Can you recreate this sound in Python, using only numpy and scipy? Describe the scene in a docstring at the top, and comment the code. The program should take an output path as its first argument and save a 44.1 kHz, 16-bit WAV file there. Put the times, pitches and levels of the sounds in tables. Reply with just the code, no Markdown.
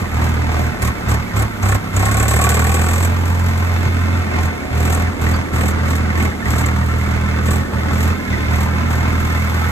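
"""A two-cylinder diesel tractor pulls a harrow over a field, on two close microphones at the seat.
Ahead, the upright exhaust booms on every firing; as the governor opens up it barks, spits and rings.
In the fuel cuts it falls quiet, leaving the block's clatter, the fan, gear whine and the engine's hum.
Loose tinwork rattles nearby, and behind the seat the harrow's discs thud and scrape through the soil."""
import sys
import numpy as np
from scipy import signal
from scipy.fft import rfft, irfft, next_fast_len
from scipy.io import wavfile
from scipy.ndimage import uniform_filter1d

SR = 44100
rng = np.random.default_rng(int(sys.argv[2]) if len(sys.argv) > 2 else 0)


def output_pcm(signal):
    """Save a mono or channel-first signal as 16-bit PCM at the path in sys.argv[1].

    Samples are clipped to [-1, 1] before scaling.
    """
    pcm = np.clip(np.atleast_2d(signal).T, -1, 1) * 32767
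    wavfile.write(sys.argv[1], SR, np.round(pcm).astype(np.int16))


N = 428199
TIME = np.arange(N) / SR
FFT_SIZE = next_fast_len(N + 8192, True) // 2 * 2
HZ = np.fft.rfftfreq(FFT_SIZE, 1 / SR)

# discs in the soil behind the seat: time_s, rumble_db, hiss_db
HARROW_LEVELS = [(0, -30, -47), (3.7, -33, -43), (4.4, -28, -50), (6.2, -27, -54), (7, -33, -55),
                 (7.8, -27, -45), (8.6, -29.5, -45), (9.2, -29, -43), (9.71, -55, -38)]
# tone of the clods and of the grit: freq_hz, gain_db
CLOD_SPECTRUM = [(100, -26), (230, 8.5), (340, 3), (600, -4.5), (1200, -21), (5000, -59)]
GRIT_SPECTRUM = [(1000, -27), (2600, -28), (5000, -28), (9500, 15), (13000, 24)]
# linkage and tinwork shaken by rough ground: time_s, level_db
JINGLE_LEVELS = [(0, -34), (3.5, -38.5), (4.3, -33.5), (5.2, -37), (6.1, -32), (8.3, -33), (9.71, -30)]
# loose pins and tinwork: pitch_hz
PIN_PITCHES = [1340, 1450, 1540, 1664, 1797, 1900, 2020, 2096, 2150, 2230]
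# loose metal knocking as the tractor jolts: start_s, level_db, pitch_hz, t60_s
METAL_RATTLES = [(.057, -12, 2000, 0.016), (4.338, -21, 2100, 0.094), (5.266, -19, 1970, 0.13),
                 (5.858, -25, 2190, .08), (6.099, -18, 2020, .08), (6.154, -16, 1980, 0.07),
                 (6.199, -17, 2210, 0.093), (6.252, -15, 2120, .08), (6.454, -20.5, 1920, .08),
                 (6.638, -17, 2120, .08), (6.684, -19, 2100, .08), (7.012, -20, 2130, .08),
                 (7.278, -21, 2130, .1), (8.325, -18, 1950, 0.12), (8.428, -20, 2040, .05),
                 (9.007, -22, 2150, .04)]
# a dry joint chirping: start_s, level_db, pitch_hz, t60_s
JOINT_SQUEAKS = [(5.338, -26.5, 4680, 0.1)]
# dry clacks of hard exhaust firings as the engine takes up the load: start_s, level_db, centre_hz, t60_s
EXHAUST_CLACKS = [(.821, -23, 8000, .04), (.826, -23, 9000, .05), (.875, -29, 7500, .06),
                  (1.114, -28, 9000, .06), (1.423, -26, 9000, .05)]
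# dull bumps under the seat: start_s, level_db, pitch_hz, decay_s
CHASSIS_BUMPS = [(3.86, -9, 114, 0.0076), (4.262, -14.5, 204, .009)]
# air from the cooling fan: freq_hz, gain_db
FAN_SPECTRUM = [(200, -13), (1500, 5.5), (3500, 8.5), (5000, 0.5), (7500, 4), (13000, -2.5)]
# tones of the running gear: pitch_hz, level_db
GEAR_WHINES = [(7731, -62), (3566, -58.5)]
# hum of the reciprocating masses: crank_multiple, level_db
SHAKE_ORDERS = [(1, -37), (2, -50.5), (3, -31), (5, -30.5), (6, -35.5)]
# clatter before the fuel raises or lowers it: time_s, level_db
CLATTER_LEVELS = [(0, -22.5), (1.9, -21), (3.3, -22.5), (5.4, -21.5), (7, -23), (9.71, -20.5)]
# tone of block and transmission: freq_hz, gain_db
BLOCK_SPECTRUM = [(20, -44), (42, 9), (100, 12.5), (150, 7.5), (220, 7), (320, 1.5), (460, -2), (680, 0.5),
                  (900, -1), (1200, 1.5), (1700, -4.5), (2250, -7), (2550, -8.5), (3000, -14),
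                  (6000, -17.5), (15000, -40)]
# ringing castings and panels: pitch_hz, width_hz, boost_db
PANEL_MODES = [(2130, 90, 8), (2618, 50, 5.5), (3560, 25, 9)]
# crank speed the governor holds while it feeds fuel, one firing a turn: time_s, speed_hz
CRANK_SPEEDS = [(0, 42.242), (.6, 39.781), (1, 40.217), (1.8, 34.615), (2.2, 36.181), (2.4, 38.571),
                (2.8, 41.233), (3, 43.514), (4, 43.796), (4.8, 42.473), (5.6, 42.201), (5.8, 40.87),
                (7.4, 39.949), (7.6, 41.508), (8, 40.929), (8.2, 42.784), (8.4, 40.163), (9.71, 41.203)]
# the engine coasts: start_s, end_s, share_cut
FUEL_CUTS = [(.03, .13, 1), (.7, .82, 1), (.92, 1.06, 1), (1.21, 1.34, 1), (1.48, 1.63, 1), (1.78, 1.94, 1),
             (4.225, 4.35, .56), (4.5, 4.72, 1), (5.11, 5.21, 1), (5.42, 5.53, 1), (6.31, 6.45, 1),
             (7.63, 7.73, 1), (8.14, 8.3, 1)]
# the governor opens up: start_s, length_s, rasp_db, fade_s
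GOVERNOR_SURGES = [(0.133, 0.21, -36, 0.091), (0.494, 0.23, -37, .06), (0.797, .12, -35.5, 0.018),
                   (1.068, 0.11, -32.5, 0.031), (1.33, 0.14, -32.5, .04), (1.608, 0.17, -31.5, 0.019),
                   (1.924, 1.17, -29, 0.041), (4.343, 0.17, -40, 0.07), (4.718, .35, -33.5, 0.056),
                   (5.168, 0.23, -35, 0.055), (5.504, .24, -32.5, 0.054), (5.798, 0.24, -34, 0.11),
                   (6.126, 0.18, -34, 0.058), (6.441, 0.29, -35, 0.044), (7.403, 0.24, -33, 0.072),
                   (7.873, 0.29, -36.5, 0.089), (8.471, 0.23, -36.5, 0.057), (8.87, 0.17, -38.5, 0.049)]
# steady pull of the harrow between surges: time_s, fuel_db, rasp_db
STEADY_LOAD = [(0, -18, -38.5), (1.8, -21, -65.5), (3.1, -18, -38.5), (4.15, -18, -44.5), (5.8, -19.5, -49),
               (6.9, -18, -40), (7.3, -19, -45), (8.4, -19.5, -60), (9.25, -18.5, -40), (9.71, -19, -41.5)]
# the hardest firings spit at the lip, then knock in the pipe: start_s, spit_db, spit_hz, knock_db
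HARD_BLOWS = [(.822, -27, 7000, -27), (.874, -30, 7600, -28), (1.114, -29, 7000, -28),
              (1.396, -25, 7900, -28), (1.629, -23, 6400, -26.5), (1.688, -21, 7300, -23.5),
              (1.718, -30, 7800, -22), (1.964, -15.5, 6900, -26), (2.057, -24, 8000, -22),
              (2.142, -17, 7900, -22), (2.198, -17, 7400, -25), (2.227, -18, 8000, -23),
              (2.281, -17, 7300, -25), (2.334, -23, 7800, -22.5), (2.388, -18, 7900, -22),
              (2.439, -17, 7500, -22.5), (4.947, -19, 7700, -34), (6.661, -19, 7300, -33)]
# crack of a hard blowdown: freq_hz, gain_db
CRACK_SPECTRUM = [(150, -30), (400, -4.5), (620, -2), (900, -9.5), (1300, -6), (2000, -6), (2500, -8),
                  (3000, -22), (6000, -24), (16000, -45)]
# resonances of the exhaust pipe: pitch_hz, width_hz, boost_db
PIPE_MODES = [(785, 34, 18), (1125, 24, 25), (1490, 60, 10), (1790, 60, 10)]
# sizzle at the stack's lip: pitch_hz, width_hz, gain_db
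LIP_MODES = [(7700, 25, 10), (8000, 130, 7), (8540, 170, 1)]
# jet noise of the exhaust: freq_hz, gain_db
JET_SPECTRUM = [(100, -19), (250, -8.5), (340, 12), (450, 12), (620, 8), (900, 0), (1350, 0), (1800, 6.5),
                (2150, 5.5), (2500, 1), (3000, -2), (5000, -8.5), (7000, -4.5), (8200, -4.5), (10000, -15),
                (14000, -5), (16000, -43)]
# low response of silencer and stack: freq_hz, gain_db
SILENCER_SPECTRUM = [(20, -16.5), (40, -71.5), (62, 3), (80, 1), (94, 10), (108, 0), (122, -8), (136, -11),
                     (165, -16.5), (205, -13.5), (245, -24.5), (290, -25.5), (450, -33.5), (3000, -100)]
# paths to the microphones at the seat: freq_hz, coherence, right_lag_rad, left_minus_right_db
STACK_TO_MICS = [(80, 1, -.36, -1.6), (140, .95, -.38, -3), (215, .95, 0, -6.5), (320, .8, .7, -.5),
                 (480, .75, .3, -3), (780, .65, -.5, 7), (1120, .65, -2, 1), (1650, .45, -1.6, -4),
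                 (2150, .9, .6, -1), (2380, .85, 1.15, -1), (2700, .85, .1, 0), (3900, .2, -1.5, 0),
                 (4900, .8, -3.14, -1), (7500, .92, -3.14, 0), (14000, .8, -3.14, 0)]
ENGINE_TO_MICS = [(50, .9, -.1, 0), (130, .7, -.1, -3), (230, .65, .5, -5), (340, .8, 1, -1),
                  (560, .72, .7, -2), (850, .65, .3, 3), (1200, .2, -.5, -1), (1650, .55, -1.4, -2),
                  (2100, .75, .3, -3), (3100, .5, .2, 0), (3900, .25, -1.7, 1), (4900, .65, -3.14, -1),
                  (7500, .8, -3.14, 0), (14000, .7, -3.14, 0)]
# how a source divides on its way to the microphones: direct_gain, scattered_gain
DIRECT, MOSTLY_DIRECT = np.array([[1], [0]]), np.array([[1], [.5]])

USUAL_SPEED_HZ = 40  # below this the engine lugs


def amp(db):
    """Decibels to gain."""
    return np.exp(np.asarray(db) * (np.log(10) / 20))


def unit_rms(x):
    """Scales x to an rms of 1."""
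    return x / np.sqrt(np.mean(x ** 2) + 1e-20)


def gate(db, onset_db, steepness):
    """Soft switch from 0 to 1, half open at onset_db."""
    return 1 / (1 + amp(steepness * (onset_db - db)))


def over_time(rows, column=1):
    """One column of a table, joined by straight lines over time."""
    rows = np.asarray(rows)
    return np.interp(TIME, rows[:, 0], rows[:, column])


def over_frequency(rows, column=1):
    """One column of a table, joined over log frequency."""
    rows = np.asarray(rows)
    return np.interp(np.log(HZ + 1), np.log(rows[:, 0] + 1), rows[:, column])


def drift(rate_hz):
    """A random wander of about unit size."""
    knots = rng.standard_normal(4096)
    return np.interp(TIME * rate_hz, np.arange(len(knots)), knots)


def response(spectrum, modes=()):
    """Minimum-phase filter from a smooth spectrum with resonances standing on it."""
    power = 1 + sum(amp(db) ** 2 / (1 + (2 * (HZ - hz) / width) ** 2) for hz, width, db in modes)
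    cepstrum = irfft(np.log(amp(over_frequency(spectrum)) * np.sqrt(power)))
    cepstrum[1:FFT_SIZE // 2] *= 2
    cepstrum[FFT_SIZE // 2 + 1:] = 0
    return np.exp(rfft(cepstrum))


def colour(x, gain):
    """Filters x by a gain for every frequency."""
    return irfft(rfft(x, FFT_SIZE) * gain)[..., :N]


def resonate(x, hz, width_hz):
    """A resonance of gain 1 that follows the curve hz."""
    carrier = np.exp(2j * np.pi * np.cumsum(hz) / SR)
    pole = np.exp(-np.pi * width_hz / SR)
    return 2 * (carrier * signal.lfilter([1 - pole], [1, -pole], x / carrier + 1e-18)).real


def pulses(turns, at, uneven):
    """One click a turn, at the crank position `at`."""
    clicks = np.zeros(N + 1)
    where = np.searchsorted(turns, np.arange(1, 512) + at % 1)
    clicks[where] = 1 + uneven * rng.standard_normal(len(where))
    return clicks[:N]


def puffs(turns, at, rise, fall, uneven_db):
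    """One puff a turn, no two equally strong; at, rise and fall are in turns."""
    phase = (turns - at) % 1
    sizes = amp(uneven_db * np.clip(rng.standard_normal(1024), -2, 2))
    size = sizes[np.floor(turns - at).astype(int)]
    return unit_rms(size * (1 - np.exp(-phase / rise)) * np.exp(-phase / fall))


def harrow():
    """Behind the seat, discs thud through clods and scrape on grit."""
    noise = rng.standard_normal((2, N))
    clods = unit_rms(colour(noise * amp(.89 * drift(rate_hz=36)), response(CLOD_SPECTRUM)))
    grit = unit_rms(colour(noise * amp(2 * drift(rate_hz=220)), response(GRIT_SPECTRUM)))
    return clods * amp(over_time(HARROW_LEVELS, 1)) + grit * amp(over_time(HARROW_LEVELS, 2))


def jingle(clinks_per_pin_hz=15, t60_s=.084, spread_db=2, detune=.015):
    """Loose pins and panels clink at random, never twice at quite the same pitch."""
    t = np.arange(SR // 6) / SR
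    out = np.zeros((2, N + len(t)))
    fade = amp(-60 * t / t60_s)
    for pin, hz in enumerate(PIN_PITCHES):
        waits, sizes = rng.exponential(size=(2, 240))
        starts = (np.cumsum(waits) / clinks_per_pin_hz * SR).astype(int)
        gains = amp(spread_db * np.minimum(sizes, 2.5))
        pitches = hz * (1 + detune * rng.standard_normal(240))
        for start, gain, pitch in zip(starts, gains, pitches):
            if start < N:
                out[pin % 2, start:start + len(t)] += gain * fade * np.sin(2 * np.pi * pitch * t)
    return unit_rms(out[:, :N]) * amp(over_time(JINGLE_LEVELS))


def noise_bursts(rows, relative_width):
    """Short dying bursts: narrow ones ring or chirp, broad ones are a hard exhaust firing's dry clack."""
    out, t = np.zeros((2, N)), np.arange(SR // 5) / SR
    for start_s, db, hz, t60_s in rows:
        band = signal.iirpeak(hz, 1 / relative_width, SR)
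        noise = unit_rms(signal.lfilter(*band, rng.standard_normal((2, len(t)))))
        span = out[:, round(start_s * SR):][:, :len(t)]
        span += (noise * amp(db - 60 * t / t60_s))[:, :span.shape[1]]
    return out


def chassis_bumps():
    """Under the seat, the chassis drops into a rut and thumps briefly."""
    out = np.zeros(N)
    for start_s, db, hz, decay_s in CHASSIS_BUMPS:
        t = np.maximum(TIME - start_s, 0)
        out += amp(db) * t / decay_s * np.exp(1 - t / decay_s) * np.sin(2 * np.pi * hz * t)
    return out


def fan(level_db=-42):
    """Up front, the cooling fan rushes on through the fuel cuts."""
    air = unit_rms(colour(rng.standard_normal((2, N)), response(FAN_SPECTRUM)))
    return air * amp(level_db + .8 * drift(rate_hz=230))


def gear_whine():
    """Thin wavering tones from the running gear."""
    out = np.zeros(N)
    for hz, db in GEAR_WHINES:
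        gain = amp(db + 2.6 * drift(rate_hz=26))
        pitch_hz = hz + 9 * drift(rate_hz=250)
        out += gain * np.sin(2 * np.pi * np.cumsum(pitch_hz) / SR)
    return out


def fuel_cut():
    """Share of the fuel that is cut: 0 while it flows freely."""
    return sum(share * ((TIME > start) & (TIME < end)) for start, end, share in FUEL_CUTS)


def crank(sag_hz_per_s=33.6, recover_s=.15, start_turn=.36):
    """Turns of the crankshaft: it loses speed in every fuel cut and soon wins it back."""
    sag_hz = signal.lfilter([sag_hz_per_s / SR], [1, -np.exp(-1 / (recover_s * SR))], fuel_cut())
    return start_turn + np.cumsum(over_time(CRANK_SPEEDS) - sag_hz) / SR


def lugging(turns):
    """How far the crank has dropped below its usual speed, in Hz."""
    return USUAL_SPEED_HZ - np.gradient(turns) * SR


def surge(start_s, length_s, db, fade_s, arch_db=4.5):
    """One opening of the governor: a swell, an arch, a fade."""
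    t = np.clip(TIME - start_s, 0, length_s)
    ramp = np.minimum(np.minimum(t, length_s - t) / fade_s, 1)
    return ramp * amp(db - arch_db * (2 * t / length_s - 1) ** 2)


def governor(fuel_cut_db=-6, rasp_cut_db=-2.5, cut_edge_s=.03, surge_share=.12):
    """Strength of firings and exhaust rasp in dB: the steady load, raised by surges, dropped by cuts."""
    steady_fuel_db, steady_rasp_db = over_time(STEADY_LOAD, 1), over_time(STEADY_LOAD, 2)
    cut = uniform_filter1d(fuel_cut(), size=round(cut_edge_s * SR))
    surge_power = sum(surge(*row) ** 2 for row in GOVERNOR_SURGES)
    rasp_db = 10 * np.log10(amp(steady_rasp_db + rasp_cut_db * cut) ** 2 + surge_power)
    extra_db = surge_share * np.maximum(rasp_db - steady_rasp_db, 0)
    return steady_fuel_db + extra_db + fuel_cut_db * cut, rasp_db


def engine_shake(turns, waver_db=4):
    """The reciprocating masses hum on, fuel or no fuel."""
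    out = np.zeros(N)
    for multiple, db in SHAKE_ORDERS:
        gain = amp(db + waver_db * np.tanh(drift(rate_hz=11)))
        out += gain * np.sin(2 * np.pi * multiple * turns + .5 * drift(rate_hz=3.7))
    return out


def metal_ripple(width_hz=32, depth_db=8):
    """A metal body has countless small peaks and dips in its response."""
    knots = np.minimum(rng.standard_normal(4096), 1.4)
    return amp(depth_db * np.interp(HZ / width_hz, np.arange(len(knots)), knots))


def gear_strikes(turns):
    """Gear teeth and tappets strike at the same twelve crank positions on every turn."""
    return unit_rms(sum(pulses(turns, at, uneven=.5) * rng.choice([-1, 1]) for at in rng.random(12)))


def clatter(turns, fuel_db, fuel_share=.66, ticks_per_s=260, tick_db=-7):
    """Just ahead, combustion knock, valve gear and small ticks shake the block, harder with more fuel."""
    knock = puffs(turns, at=.15, rise=.06, fall=.25, uneven_db=3.5)
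    valves = puffs(2 * turns, at=.4, rise=.03, fall=.15, uneven_db=4.5)
    beat = 1 + .29 * knock + .1 * valves
    ticking = rng.random((2, N)) < ticks_per_s / SR
    sizes = amp(.83 * np.minimum(rng.exponential(1, (2, N)), 4))
    ticks = unit_rms(ticking * sizes * rng.choice([-1, 1], (2, N)))
    gear_band = HZ ** 4 / (HZ ** 4 + 260 ** 4) / (1 + (HZ / 2600) ** 4)
    gears = colour(np.array([gear_strikes(turns), gear_strikes(turns)]), gear_band)
    drive = beat * (rng.standard_normal((2, N)) + amp(tick_db) * ticks + .4 * gears)
    level_db = over_time(CLATTER_LEVELS) + fuel_share * (fuel_db + 17) + drift(rate_hz=14)
    # the fine colour shifts as the microphones sway over the bonnet
    block = response(BLOCK_SPECTRUM, PANEL_MODES)
    midrange = HZ / (HZ + 250) / (1 + (HZ / 3000) ** 2)
    positions = [unit_rms(colour(drive, block * metal_ripple() ** midrange)) for _ in range(5)]
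    weights = np.array([amp(14 * drift(rate_hz=3)) for _ in positions])
    blend = sum(sound * share for sound, share in zip(positions, weights / weights.sum(0)))
    return unit_rms(blend) * amp(level_db)


def firings(turns, rasp_db, lug_db_per_hz=.4, centre_hz=7700, scatter_hz=350):
    """One firing a turn, knocking harder as the engine lugs: start_s, spit_db, spit_hz, knock_db."""
    at = np.flatnonzero(pulses(turns, at=0, uneven=0))
    size, pitch, force = np.clip(rng.standard_normal((len(at), 3)), -2, 1.5).T
    flow_db = rasp_db[at]
    effort_db = flow_db + lug_db_per_hz * lugging(turns)[at]
    spit_db = flow_db + 5 + 3.5 * size + 20 * np.log10(gate(flow_db, onset_db=-28, steepness=3))
    knock_db = effort_db + 4.5 + 1.2 * force + 20 * np.log10(gate(effort_db, onset_db=-35, steepness=3))
    regular = np.transpose([at / SR, spit_db, centre_hz + scatter_hz * pitch, knock_db])
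    # a hard blow takes the place of any firing within about half a turn
    hard = np.array(HARD_BLOWS)
    gap_s = abs(regular[:, :1] - hard[:, 0]).min(1)
    return np.vstack([regular[gap_s > .5 / USUAL_SPEED_HZ], hard])


def exhaust_spits(fired, rise_hz_per_s=70000, swell_s=.0022, rough_rad=.27):
    """A strong firing opens with a brief rising whistle at the stack's lip, each at its own pitch."""
    t = np.arange(SR // 50) / SR
    out = np.zeros(N + len(t))
    swell = t / swell_s * np.exp(1 - t / swell_s)
    for start_s, db, hz, _ in fired:
        start = int(start_s * SR)
        phase = 2 * np.pi * np.cumsum(hz + rise_hz_per_s * t) / SR
        jitter = rough_rad * np.cumsum(rng.standard_normal(len(t)))
        out[start:start + len(t)] += amp(db) * swell * np.sin(phase + jitter)
    return out[:N]


def exhaust_yelps(turns, fired, gain_db=4, usual_hz=2620, fall_hz_per_s=62000, rough_rad=.06):
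    """Just before each knock the escaping gas gives a short falling yelp as its pressure drops."""
    t = np.arange(SR // 64) / SR
    out = np.zeros(N + len(t))
    swell = np.exp(-((t - .0045) / .003) ** 2)
    tuning = 1 - .012 * lugging(turns)
    for start_s, _, _, knock_db in fired:
        start = int(start_s * SR)
        start_hz = usual_hz * (tuning[start] + .03 * rng.standard_normal())
        phase = 2 * np.pi * np.cumsum(start_hz - fall_hz_per_s * t) / SR
        jitter = rough_rad * np.cumsum(rng.standard_normal(len(t)))
        out[start:start + len(t)] += amp(knock_db + gain_db) * swell * np.sin(phase + jitter)
    return out[:N]


def pipe_ring(turns, fired, lag_s=.0065, tear_s=.006, flat_per_hz=.004, waver=.012):
    """Under load each firing hammers the pipe: a crack, a short tearing and a hollow metallic ring."""
    blows = np.zeros(N)
    at = np.minimum((fired[:, 0] + lag_s) * SR, N - 1).astype(int)
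    blows[at] = amp(fired[:, 3]) * np.sqrt(N / turns[-1])
    tearing = signal.lfilter([np.sqrt(2 / (tear_s * SR))], [1, -np.exp(-1 / (tear_s * SR))], blows)
    drive = .41 * MOSTLY_DIRECT * blows + .93 * tearing * rng.standard_normal((2, N))
    crack = colour(drive, response(CRACK_SPECTRUM))
    tuning = 1 - flat_per_hz * lugging(turns)
    ring = sum(amp(db) * resonate(crack, hz * (tuning + waver * drift(rate_hz=30)), width_hz)
               for hz, width_hz, db in PIPE_MODES)
    return unit_rms(crack + ring) * np.std(blows)


def exhaust_bark(turns, rasp_db, jet_gain_db=5, crossover_hz=3200):
    """Gas tears out of the stack ahead of the seat: a sharp hiss first, then a crack and a rush."""
    hiss = puffs(turns, at=.0049, rise=.02, fall=.73, uneven_db=3) * amp(drift(rate_hz=380))
    rush = puffs(turns, at=.046, rise=.078, fall=.44, uneven_db=2)
    # the crack and its echoes in the pipe repeat with every firing
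    shock = unit_rms(sum(size * pulses(turns, at, uneven=.27)
                         for at, size in [(.08, .92), (.17, -.9), (.25, .8), (.38, -.6)]))
    noise = rng.standard_normal((2, N))
    gas = .59 * noise * rush + .22 * MOSTLY_DIRECT * shock
    tone, low = response(JET_SPECTRUM), 1 / (1 + (HZ / crossover_hz) ** 4)
    jet = unit_rms(colour(noise * hiss, tone * (1 - low)) + colour(gas, tone * low))
    lip = sum(amp(db) / (1 + 2j * (HZ - hz) / width_hz) for hz, width_hz, db in LIP_MODES)
    sizzle = unit_rms(colour(rng.standard_normal((2, N)) * hiss, lip))
    # the jet only tears once the flow is fast enough, and sizzles when it is faster still
    jet *= gate(rasp_db, onset_db=-45, steepness=3.15)
    sizzle *= gate(rasp_db, onset_db=-34, steepness=6.5)
    return (jet * amp(jet_gain_db) + sizzle) * amp(rasp_db)


def exhaust_boom(turns, fuel_db, intake=.18, gain_db=3):
    """Each firing sends a pressure pulse through the silencer; the intake sucks half a turn later."""
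    push = pulses(turns, at=.115, uneven=.017) - intake * pulses(turns, at=.623, uneven=.07)
    wave = colour(push - push.mean(), response(SILENCER_SPECTRUM))
    power = uniform_filter1d(uniform_filter1d(wave ** 2, size=6000), size=6000)
    firing = gate(fuel_db, onset_db=-24, steepness=3)  # too little fuel and the firings die away
    return wave / np.sqrt(power + 1e-12) * firing * amp(fuel_db + gain_db)


def microphones(sound, path, right_delay_s=1 / 4800):
    """Direct and scattered sound reach the close pair at the seat with their own phase and balance."""
    direct, scattered = rfft(sound, FFT_SIZE)
    coherence = over_frequency(path, 1)
    lag = np.exp(-1j * (over_frequency(path, 2) + 2 * np.pi * HZ * right_delay_s))
    lean = amp(over_frequency(path, 3) / 2)
    right = (coherence * direct + np.sqrt(1 - coherence ** 2) * scattered) * lag
    return irfft(np.array([direct * lean, right / lean]))[:, :N]


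def scene():
    """From the seat: stack and engine ahead, both driven by the crankshaft, and the harrow behind."""
    turns = crank()
    fuel_db, rasp_db = governor()
    fired = firings(turns, rasp_db)
    stack = exhaust_bark(turns, rasp_db) + pipe_ring(turns, fired)
    stack += DIRECT * (exhaust_boom(turns, fuel_db) + exhaust_spits(fired) + exhaust_yelps(turns, fired))
    machinery = clatter(turns, fuel_db) + fan()
    machinery += DIRECT * (engine_shake(turns) + gear_whine() + chassis_bumps())
    machinery += harrow() + jingle() + noise_bursts(METAL_RATTLES, relative_width=.021)
    squeaks = noise_bursts(JOINT_SQUEAKS, relative_width=.0068)
    clacks = noise_bursts(EXHAUST_CLACKS, relative_width=.9)
    return microphones(stack, STACK_TO_MICS) + microphones(machinery, ENGINE_TO_MICS) + squeaks + clacks


def record(dry):
    """Both microphone channels roll off steeply at 14.1 kHz."""
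    lowpass = signal.firwin(255, 14100, window=("kaiser", 9), fs=SR)
    return signal.oaconvolve(dry, lowpass[None], "same")


dry = scene()
out = record(dry)
output_pcm(out)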